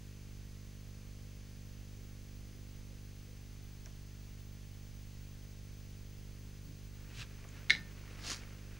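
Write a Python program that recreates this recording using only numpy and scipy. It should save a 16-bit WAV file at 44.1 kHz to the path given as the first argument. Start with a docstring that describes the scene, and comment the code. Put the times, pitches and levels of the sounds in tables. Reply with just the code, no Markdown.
"""A bamboo handle is put down with a sharp clack on the table of a small room where a painter works quietly.
Before it, brushes tick faintly in the hand and the hand slides off the paper; after it, a sleeve sweeps the table.
Blows are filtered knocks with a faint ring of decaying sines; ticks are noise bursts, strokes and cloth shaped noise.
The camera close by carries mains hum and buzz summed from harmonics, noise for hiss and rumble, and a thin sine whine.
"""
import sys
import numpy as np
from scipy import signal
from scipy.fft import rfft, irfft
from scipy.io import wavfile
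from scipy.ndimage import uniform_filter1d

SR = 44100
rng = np.random.default_rng(int(sys.argv[2]) if len(sys.argv) > 2 else 0)


def master(y):
    """Save y as 16-bit WAV."""
    cut = np.clip(np.atleast_2d(y).T, -1, 1)
    pcm = np.round(cut * 32767)  # scale
    wavfile.write(sys.argv[1], SR, pcm.astype(np.int16))


N = 387638
TIME = np.arange(N) / SR  # s
MAINS_HZ = 50


def amp(db):
    """Turns dB into an amplitude factor."""
    return 10 ** (np.asarray(db) / 20)


def unit(x):
    """Scales to rms 1."""
    return x / np.sqrt(np.mean(x ** 2) + 1e-30)


def read(points, hz):
    """Reads a table on a logarithmic frequency axis."""
    f, value = np.transpose(points)
    return np.interp(np.log(hz + 1), np.log(f + 1), value)


def add(mix, s, sound):
    """Mixes a sound in at time s."""
    part = mix[max(round(s * SR), 0):][:len(sound)]
    part += sound[:len(part)]


def noise(spectrum):
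    """Noise with the given power per Hz."""
    hz = np.fft.rfftfreq(N, 1 / SR)
    white = rfft(rng.standard_normal(N))
    return irfft(white * amp(read(spectrum, hz)), N) * np.sqrt(SR / 2)


def drift(rate):
    """Slow chance of rms 1 that changes about rate times a second."""
    return unit(np.interp(TIME * rate, np.arange(N // 8), rng.standard_normal(N // 8)))


def causal(db):
    """The spectrum of the quickest causal response that has these gains, from 0 Hz up."""
    log_gain = np.log(amp(db))
    mirrored = np.r_[log_gain, log_gain[-2:0:-1]]
    return np.exp(np.conj(signal.hilbert(mirrored)))[:len(db)]


def burst(hz, octaves, t60):
    """Quickly dying noise in one broad resonance."""
    t = np.arange(SR // 4) / SR
    edges = np.minimum(hz * 2 ** (octaves * np.array([-.5, .5])), SR / 2 - 1)
    band = signal.butter(2, edges, "band", fs=SR, output="sos")
    decay = amp(-60 * t / t60)
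    x = signal.sosfilt(band, decay * rng.standard_normal(len(t)))
    return x * np.linalg.norm(decay) / np.linalg.norm(x)  # the band keeps the energy of the decay


# How far a swell's pitch strays, as a share of itself.
SWELL_WANDER = .1


def swell(hz, length):
    """A soft low sound of unsteady pitch that rises and fades at once."""
    count = int(length * SR)
    pitch = hz * (1 + SWELL_WANDER * drift(149)[:count])
    return np.sin(2 * np.pi * np.cumsum(pitch) / SR) * np.hanning(count)


# Low noise of the room. Each row: frequency in Hz, power in dB per Hz.
RUMBLE_SPECTRUM = [(10, -75), (24, -71.5), (60, -77), (120, -83), (200, -89), (320, -98.5), (600, -107),
                   (1200, -118), (4000, -140)]


def rumble(apart_db=-2):
    """Low noise of the room, partly different in each channel."""
    shared = noise(RUMBLE_SPECTRUM)
    apart = np.array([noise(RUMBLE_SPECTRUM), noise(RUMBLE_SPECTRUM)])
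    return (shared + amp(apart_db) * apart) / np.hypot(1, amp(apart_db))


# Noise of the preamplifier. Each row: frequency in Hz, power in dB per Hz.
HISS_SPECTRUM = [(50, -112), (800, -108), (1200, -106.5), (1700, -103.5), (2500, -102), (3600, -104.5),
                 (6400, -105.5), (7800, -110.5), (9800, -110.5), (10600, -112), (15000, -114),
                 (16000, -113)]
# Likeness of the hiss in the two channels. Each row: frequency in Hz, likeness from 0 to 1.
HISS_LIKENESS = [(100, 0), (800, 0.76), (2500, 0.99), (6000, 0.9), (9000, 0.69), (15000, 0.47)]


def hiss(waver_db=-0.05):
    """Preamplifier hiss, mostly shared by the two channels; only the shared part wavers."""
    hz = np.geomspace(50, 16000, 80)
    same = np.clip(read(HISS_LIKENESS, hz), 0, .995)
    db = read(HISS_SPECTRUM, hz)
    mid = noise(np.c_[hz, db]) * amp(waver_db * drift(3.1))
    side = noise(np.c_[hz, db + 10 * np.log10((1 - same) / (1 + same))])
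    return np.array([mid + side, mid - side])


def whine(wander_hz=26, flutter=.38, level_db=-72, start_db=-4, rise_s=4):
    """The line frequency of the camera's picture: a thin unsteady whistle that creeps up and holds."""
    line_hz = 15622
    level = amp(level_db + start_db * np.maximum(1 - TIME / rise_s, 0))
    phase = 2 * np.pi * np.cumsum(line_hz + wander_hz * drift(120)) / SR
    return level * unit(np.sin(phase) * (1 + flutter * drift(75)))


# Bands where high mains harmonics buzz. Each row: centre in Hz, width in Hz, relative level in dB.
BUZZ_BANDS = [(1040, 110, -4.5), (2150, 2400, -7), (4100, 44, -1.5), (4474, 58, 4.5), (5000, 210, 0.5),
              (5400, 80, -3), (5980, 76, 2), (6080, 71, 6.5), (6410, 220, 1.5), (7060, 70, 2.5),
              (7570, 120, -5), (9600, 700, -14)]


def buzz(level_db=-68.5):
    """High mains harmonics of uneven strength, wavering slightly in pitch."""
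    order = np.arange(18, 210)
    power = sum(amp(db) ** 2 * np.exp(-2 * ((order * MAINS_HZ - hz) / width) ** 2)
                for hz, width, db in BUZZ_BANDS)
    uneven = amp(rng.uniform(-3, 3, len(order)))
    lines = np.zeros(2049, complex)
    lines[order] = np.sqrt(power) * uneven * np.exp(2j * np.pi * rng.random(len(order)))
    cycle = irfft(lines)
    turns = np.cumsum(MAINS_HZ + .025 + .015 * drift(8)) / SR
    place = np.arange(len(cycle)) / len(cycle)
    return amp(level_db) * unit(np.interp(turns, place, cycle, period=1))


# Mains hum. Each row: multiple of the mains frequency, relative level in dB.
HUM_HARMONICS = [(1, 1.5), (2, 1.8), (3, -4.3), (4, -7.2), (5, -11), (6, -17), (7, -21), (8, -18),
                 (9, -21.5), (10, -21), (11, -30), (12, -24.5), (13, -28), (14, -44), (15, -35.5),
                 (16, -29.5), (17, -33)]
MAIN_SURGE_AT_S = .0118  # time of the main surge in the first mains cycle
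HUM_DB = -50  # before the hum leans to the right


def hum(waver_db=0.14, early=0.35, lead_s=.0046, upper_waver_db=1.2):
    """A sharp surge of current in every mains cycle, ringing out before the next."""
    order, db = np.transpose(HUM_HARMONICS)
    circuit = causal(np.interp(np.arange(65), np.r_[0, order, 64], np.r_[0, db, -60]))
    # a weaker surge comes just before the main one
    ahead = 1 + np.clip(early, 0, .9) * np.exp(2j * np.pi * order * MAINS_HZ * lead_s)
    phase = np.angle(circuit[np.round(order).astype(int)] * ahead / np.conj(ahead))
    turns = MAINS_HZ * (TIME - MAIN_SURGE_AT_S)
    wave = np.zeros(N)
    for k, d, p in zip(order, db, phase):
        level = amp(d + upper_waver_db * min(k / 8, 1) * drift(.8))  # upper harmonics waver more
        wave += level * np.cos(2 * np.pi * k * turns + p)
    return -amp(HUM_DB + waver_db * drift(6)) * unit(wave)


# Brief dull low sounds under the hum. 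Each row: middle in seconds, peak level in dB, pitch in Hz.
DULL_SWELLS = [(2.022, -66, 378), (2.559, -67, 378), (2.92, -67, 469), (3.303, -67, 520), (6.453, -63, 267),
               (6.7, -54, 162), (6.689, -59, 307)]
SWELL_S = .18  # length of each


def swells():
    """Dull low sounds that come and go under the hum."""
    out = np.zeros(N)
    for s, db, hz in DULL_SWELLS:
        add(out, s - SWELL_S / 2, amp(db) * swell(hz, SWELL_S))
    return out


# Decay of the small room. Each row: frequency in Hz, t60 in seconds.
ROOM_DECAY = [(200, 1), (1800, 0.19), (4000, 0.21), (8000, 0.34), (14000, 0.042)]


def reflections(gap=0.0022):
    """Sparse reflections of random sign, each band dying at its own speed."""
    count = SR // 2
    signs = rng.choice([-1., 1.], count)
    sparse = rng.random(count) < 4000 / SR  # about 4000 a second
    taps = signs * sparse * (np.arange(count) > gap * SR)
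    hz, t, z = signal.stft(taps, SR, nperseg=128)
    decay = amp(-60 * t / read(ROOM_DECAY, hz)[:, None])
    tail = signal.istft(z * decay, SR, nperseg=128)[1]
    return tail / np.linalg.norm(tail)


def room(x, wet_db=-7, side_db=-21):
    """The small room answers almost alike in both channels."""
    mid = x + amp(wet_db) * signal.fftconvolve(x, reflections())[:N]
    side = amp(wet_db + side_db) * signal.fftconvolve(x, reflections())[:N]
    return np.array([mid + side, mid - side])


# Colour of the rustling clothing. Each row: frequency in Hz, relative power in dB per Hz.
ARM_SPECTRUM = [(60, 6), (300, 4), (500, 0), (850, -5), (1500, 0), (2500, 0), (3600, -8.5), (6000, -11),
                (14000, -31)]
# Reaches of the arm. Each row: middle in seconds, added level in dB, half length in seconds.
ARM_REACHES = [(7.16, 2.5, .05), (7.57, 6, .045), (8.27, 7, .22)]
ARM_START_S, ARM_ATTACK_S, ARM_DB = 6.87, .24, -63.5


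def arm(clump_db=1.4, grain_db=2):
    """Clothing rustles in soft clumps while the arm moves, more at each reach."""
    moving = np.clip((TIME - ARM_START_S) / ARM_ATTACK_S, 0, 1)
    reach_db = sum(db * np.exp(-((TIME - s) / half) ** 2) for s, db, half in ARM_REACHES)
    uneven_db = clump_db * drift(35) + grain_db * drift(400)
    return unit(noise(ARM_SPECTRUM)) * moving * amp(ARM_DB + reach_db + uneven_db)


# Small ticks and knocks of the brushes, and at 7.751 s a low knock as the handle settles. Each row: start in
# seconds, level in dB, centre in Hz.
BRUSH_TICKS = [(3.8590, -40, 5800), (3.8605, -52, 1900), (3.864, -56, 400), (7.2197, -38.5, 3200),
               (7.442, -52, 1900), (7.4485, -52, 560), (7.4893, -45, 6300), (7.751, -51, 450),
               (8.037, -54, 1310), (8.079, -53, 1600)]
# A contact dies within a set number of cycles; the higher it is, the narrower its band.
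TICK_CYCLES, TICK_OCTAVES_AT_KHZ, TICK_NARROWING = 24, 1.35, .85


def ticks():
    """Light contacts: high ones are thin and short, low ones broad and longer."""
    out = np.zeros(N)
    for s, db, hz in BRUSH_TICKS:
        octaves = TICK_OCTAVES_AT_KHZ / (hz / 1000) ** TICK_NARROWING
        add(out, s, amp(db) * burst(hz, octaves, TICK_CYCLES / hz))
    return out


# Strokes, one row each: fastest moment in seconds, level there in dB, rise in seconds, fall in seconds,
# brightening in dB per octave per second.
SLIDE_OF_HAND = (7.218, -47.3, .11, .045, -40)
SWEEP_OF_SLEEVE = (8.31, -40.9, .135, .105, 19)
# Colour of the hand and of the sleeve. Each row: frequency in Hz, relative power in dB per Hz.
SKIN_SPECTRUM = [(240, -37), (400, -11), (791, -14), (1610, -1), (2150, -7), (2320, 0), (3890, -3.5),
                 (6320, -9), (13900, -32), (15000, -33)]
CLOTH_SPECTRUM = [(180, -34), (300, 2), (371, -28), (498, -7), (801, -11), (943, -13), (1060, -5.5),
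                  (3610, -5), (4690, -0.5), (6840, -4), (8050, -16), (8740, -12), (15000, -34)]
# Away from its fastest moment a stroke gets quieter (dB) and duller (tilt and dulling in dB per octave).
STROKE_FADE_DB, STROKE_CURVE, STROKE_TILT_DB, STROKE_DULL_DB = 29, 1.7, .5, 4


def stroke(gesture, colour, grain_db=2.1, pivot_hz=3500):
    """Friction on a surface: noise for many tiny slips, louder and brighter when the stroke is fast."""
    fastest, db, rise, fall, brightening = gesture
    since = TIME - fastest
    slowness = np.maximum(-since / rise, since / fall) ** STROKE_CURVE
    tilt = STROKE_TILT_DB - STROKE_DULL_DB * np.minimum(slowness, 1)
    tilt = tilt + brightening * np.clip(since, -rise / 2, fall)
    hz, t, z = signal.stft(noise(colour), SR, nperseg=256)
    octaves = np.log2((hz[:, None] + 200) / pivot_hz)
    rub = signal.istft(z * amp(octaves * np.interp(t, TIME, tilt)), SR, nperseg=256)[1][:N]
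    rub /= np.sqrt(uniform_filter1d(rub ** 2, size=2048))  # an even level before the fade
    return rub * amp(db - STROKE_FADE_DB * np.minimum(slowness, 10) + grain_db * drift(500))


def shudder(level_db=-40, hz=104.5, length=.075, lead=.017):
    """The table shudders under the sliding hand, just before the hand is fastest."""
    out = np.zeros(N)
    add(out, SLIDE_OF_HAND[0] - lead - length / 2, amp(level_db) * swell(hz, length))
    return out


# Blows of the bamboo handle as it lands and settles, and at 7.7106 s a sharp echo of the hardest blow. Each
# row: start in seconds, relative level in dB.
HANDLE_BLOWS = [(7.6981, -7), (7.7041, -1.5), (7.70552, 0), (7.7106, -11), (7.7332, -19), (7.7445, -24),
                (7.7508, -17), (7.7622, -24)]


def hardest_blow():
    """The start in seconds of the loudest blow."""
    return max(HANDLE_BLOWS, key=lambda row: row[1])[0]


def thud(knock_db=-48.5, knock_hz=374, knock_t60=.13, boom_db=-49, boom_hz=140, boom_t60=.45, octaves=1.5):
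    """The table answers the hardest blow of the handle with a dull knock and a low boom."""
    out = np.zeros(N)
    knock = amp(knock_db) * burst(knock_hz, octaves, knock_t60)
    boom = amp(boom_db) * burst(boom_hz, octaves, boom_t60)
    add(out, hardest_blow(), knock + boom)
    return out


# Colour of the hard knock. Each row: frequency in Hz, relative gain in dB.
KNOCK_COLOUR = [(250, -44), (1000, -28), (1400, -19), (1720, -5.5), (1900, -4.5), (2150, 4), (2500, -13),
                (3150, -14), (3950, -1.8), (4500, -15), (5500, -23), (6350, -21), (7300, -34),
                (9400, -33.5), (13000, -65)]
# What handle and rest ring with afterwards. Each row: frequency in Hz, relative level in dB, t60 in seconds.
BAMBOO_MODES = [(1470, -11, .2), (1786, 11, 0.11), (1803, 7.5, 0.3), (2154, -2, .15), (3128, -10, .14),
                (3610, -2, 0.1), (3777, -2, .1), (3907, 12.5, 0.095), (4065, 2, .11), (4883, 1, 0.09),
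                (4945, -1, .14), (5604, -6, 0.14), (8145, -18, .15)]


def clack(knock_db=-8.5, ring_db=-39, build=0.00087):
    """Each blow is a hard short knock; the hardest leaves the handle ringing faintly."""
    t, out = np.arange(SR // 2) / SR, np.zeros(N)
    knock = irfft(causal(read(KNOCK_COLOUR, np.fft.rfftfreq(len(t), 1 / SR))), len(t))
    blow = amp(knock_db) * knock / abs(knock).max()
    for s, db in HANDLE_BLOWS:
        add(out, s, -amp(db) * blow)
    ring = sum(amp(db - 60 * t / t60) * np.sin(2 * np.pi * hz * t) for hz, db, t60 in BAMBOO_MODES)
    add(out, hardest_blow(), amp(ring_db) * ring * (1 - np.exp(-t / build)))  # build in s
    return out


def scene():
    """The table sounds sit in the centre; hum and rumble lean to the right."""
    background = buzz() + whine() + hiss() + swells()
    leaning = hum() * amp([[-.6], [.9]]) + rumble() * amp([[-3.8], [.2]])  # dB left, right
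    movement = stroke(SLIDE_OF_HAND, SKIN_SPECTRUM) + shudder() + stroke(SWEEP_OF_SLEEVE, CLOTH_SPECTRUM) + arm()
    contacts = room(ticks() + thud(), wet_db=-15) + room(clack(), wet_db=-11.3)
    return background + leaning + movement + contacts


def record(dry):
    """The band limit of the recorder: a steep low-pass at 15760 Hz."""
    lowpass = signal.firwin(1023, 15760, window=("kaiser", 9), fs=SR)
    return signal.oaconvolve(dry, lowpass[None], "same")


dry = scene()
out = record(dry)
master(out)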